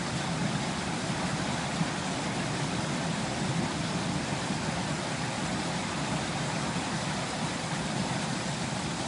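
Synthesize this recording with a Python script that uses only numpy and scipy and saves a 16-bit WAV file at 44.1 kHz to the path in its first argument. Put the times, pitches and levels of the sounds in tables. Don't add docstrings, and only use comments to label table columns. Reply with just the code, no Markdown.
import sys
import numpy as np
from scipy import signal
from scipy.fft import rfft, irfft, next_fast_len
from scipy.io import wavfile
from scipy.ndimage import map_coordinates

SR = 44100
rng = np.random.default_rng(int(sys.argv[2]) if len(sys.argv) > 2 else 0)


def wav_out(sig):
    wavfile.write(sys.argv[1], SR, np.round(np.clip(np.atleast_2d(sig).T, -1, 1) * 32767).astype(np.int16))


N = 399987

# frequency in Hz, relative spectral level in dB.
PLUNGE_SPECTRUM = [(8, -61), (22, -34), (50, -23), (66, -11), (92, -11.5), (148, 0.0), (182, -0.5),
                   (225, -4.5), (300, -7.5), (375, -11), (420, -16.5), (520, -27.5), (900, -120)]

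def plunge(level_db):
    throb = rng.standard_normal(N) * amp(.7 * wobble(18))
    return amp(level_db + 0.5 * wobble(4)) * coloured(throb, PLUNGE_SPECTRUM)


# start in seconds, relative level in dB, starting pitch in Hz.
AIR_POCKETS = [(.302, -15, 157), (.449, -14.5, 143), (1.329, -14, 148), (1.804, -15, 160),
               (3.131, -18, 148), (3.487, -12.5, 128), (4.31, -20, 231), (4.501, -14, 202),
               (7.517, -20, 151)]

def gulps():
    out = np.zeros(N + SR)
    t = np.arange(SR // 5) / SR
    for start, db, hz in AIR_POCKETS:
        out[round(start * SR):][:len(t)] += amp(db - 7.5) * ring(t, hz, cycles=9.8, rise=0.055)
    return out[:N]


# frequency in Hz, relative spectral level in dB.
CHURN_SPECTRUM = [(200, -67), (440, -10), (495, -0.5), (560, -1), (760, 1), (880, -0.1), (1020, -4),
                  (1250, -5.5), (1550, -5.5), (2100, -7.5), (2600, -9.5), (3100, -22), (6000, -120)]
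# time in seconds, mean level in dB.
CHURN_SWELL = [(0, -36.7), (2.0, -36), (3.8, -37), (6.1, -36), (8.1, -36.5), (9.07, -38.5)]

def churn(surge_db):
    level_db = curve(CHURN_SWELL) + surge_db
    near = bubbles(count=3600, low_hz=600, high_hz=2800, cycles=42, spread_db=0.7, samples=2200)
    water = patchy(rng.standard_normal(N) + amp(-14) * near, depth_db=1.4, width_hz=55, life_s=.02)
    return amp(level_db + .15 * wobble(21)) * coloured(water, CHURN_SPECTRUM)


# frequency in Hz, relative spectral level in dB.
SPLASH_SPECTRUM = [(1200, -58), (2500, -11.5), (2950, -4), (3450, -1.5), (3900, -1.5), (4250, -4),
                   (5100, -3.5), (5700, -8), (6600, -13), (12000, -120)]

def splash(level_db):
    drops = bubbles(count=6000, low_hz=2393, high_hz=6490, cycles=31, spread_db=2.0, samples=650)
    water = patchy(rng.standard_normal(N) + amp(-14.5) * drops, depth_db=1.5, width_hz=80, life_s=.02)
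    return amp(level_db + 0.34 * wobble(26)) * coloured(water, SPLASH_SPECTRUM)


# frequency in Hz, relative spectral level in dB.
FIZZ_SPECTRUM = [(2500, -58), (5200, -15), (6100, -3), (6600, -2.5), (7000, -1.4), (7700, -1), (9000, -5),
                 (10200, -6.5), (10700, -16), (12000, -49)]

def fizz(level_db):
    bursts = bubbles(count=7000, low_hz=5400, high_hz=11000, cycles=18, spread_db=3.5, samples=220)
    foam = patchy(rng.standard_normal(N) + amp(-15) * bursts, depth_db=2.0, width_hz=80, life_s=.02)
    return amp(level_db + 0.34 * wobble(26)) * coloured(foam, FIZZ_SPECTRUM)


def boulder_echoes(x, count, echo_db, drift_s):
    echoes = np.zeros(N)
    for delay_s in rng.uniform(.003, .022, count):
        lag = (SR * (delay_s + drift_s * wobble(.5))).astype(int)
        echoes += x[np.clip(np.arange(N) - lag, 0, N - 1)]
    return amp(echo_db) * echoes


def ring(t, hz, cycles, rise):
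    age = t * hz / cycles
    envelope = (1 - np.exp(-2 * t * hz)) * np.exp(-np.log(30) * age)
    return envelope * np.sin(2 * np.pi * hz * t * (1 + rise * age / 2))


def bubbles(count, low_hz, high_hz, cycles, spread_db, samples):
    when, pitch, strength, life = rng.random((count, 4)).T[:, :, None]
    hz = low_hz * (high_hz / low_hz) ** pitch
    gain = amp(-spread_db * np.log(strength + .01)) * hz / low_hz
    waves = gain * ring(np.arange(samples) / SR, hz, cycles * (.5 + life), rise=.15)
    at = (when * N).astype(int) + np.arange(samples)
    return unit(np.bincount(at.ravel(), waves.ravel(), N)[:N])


def patchy(x, depth_db, width_hz, life_s):
    hz, t, spectra = signal.stft(x, SR, nperseg=1024)
    place = np.meshgrid(hz / width_hz, t / life_s, indexing="ij")
    patches = map_coordinates(rng.standard_normal((400, 800)), place, order=1, mode="wrap")
    return signal.istft(spectra * amp(depth_db * unit(patches)), SR, nperseg=1024)[1][:N]


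def coloured(x, spectrum):
    points_hz, db = np.transpose(spectrum)
    return unit(filtered(x, lambda hz: amp(np.interp(np.log(hz + 1), np.log(points_hz), db))))


def filtered(x, response):
    size = next_fast_len(N + SR // 4)
    return irfft(rfft(x, size) * response(np.fft.rfftfreq(size, 1 / SR)), size)[:N]


def wobble(rate):
    knots = rng.standard_normal(1024)
    return map_coordinates(knots, [np.arange(N) * rate / SR], mode="wrap")


def curve(rows):
    return np.interp(np.arange(N) / SR, *np.transpose(rows))


def amp(db):
    return 10 ** (np.asarray(db) / 20)


def unit(x):
    return x / np.sqrt(np.mean(x ** 2) + 1e-20)


# time in seconds, aim from 0 at the pool to 1 at the fall.
MICROPHONE_AIM = [(4.0, 0), (7.5, 0.94)]

def scene():
    aim = curve(MICROPHONE_AIM)
    surge_db = 0.41 * wobble(30)
    surface = (churn(.5 * surge_db)
               + splash(level_db=-42.5 + 0.15 * aim + surge_db)
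               + fizz(level_db=-46.5 + 1.04 * aim + surge_db))
    rumble = plunge(level_db=-33.5 - 1.23 * aim) + gulps()
    water = rumble + surface + boulder_echoes(surface, count=6, echo_db=-23.5, drift_s=.00015)
    return np.array([water, water])


def record(dry):
    cutoff_hz = 10750
    return np.array([filtered(channel, lambda hz: hz < cutoff_hz) for channel in dry])


dry = scene()
out = record(dry)
wav_out(out)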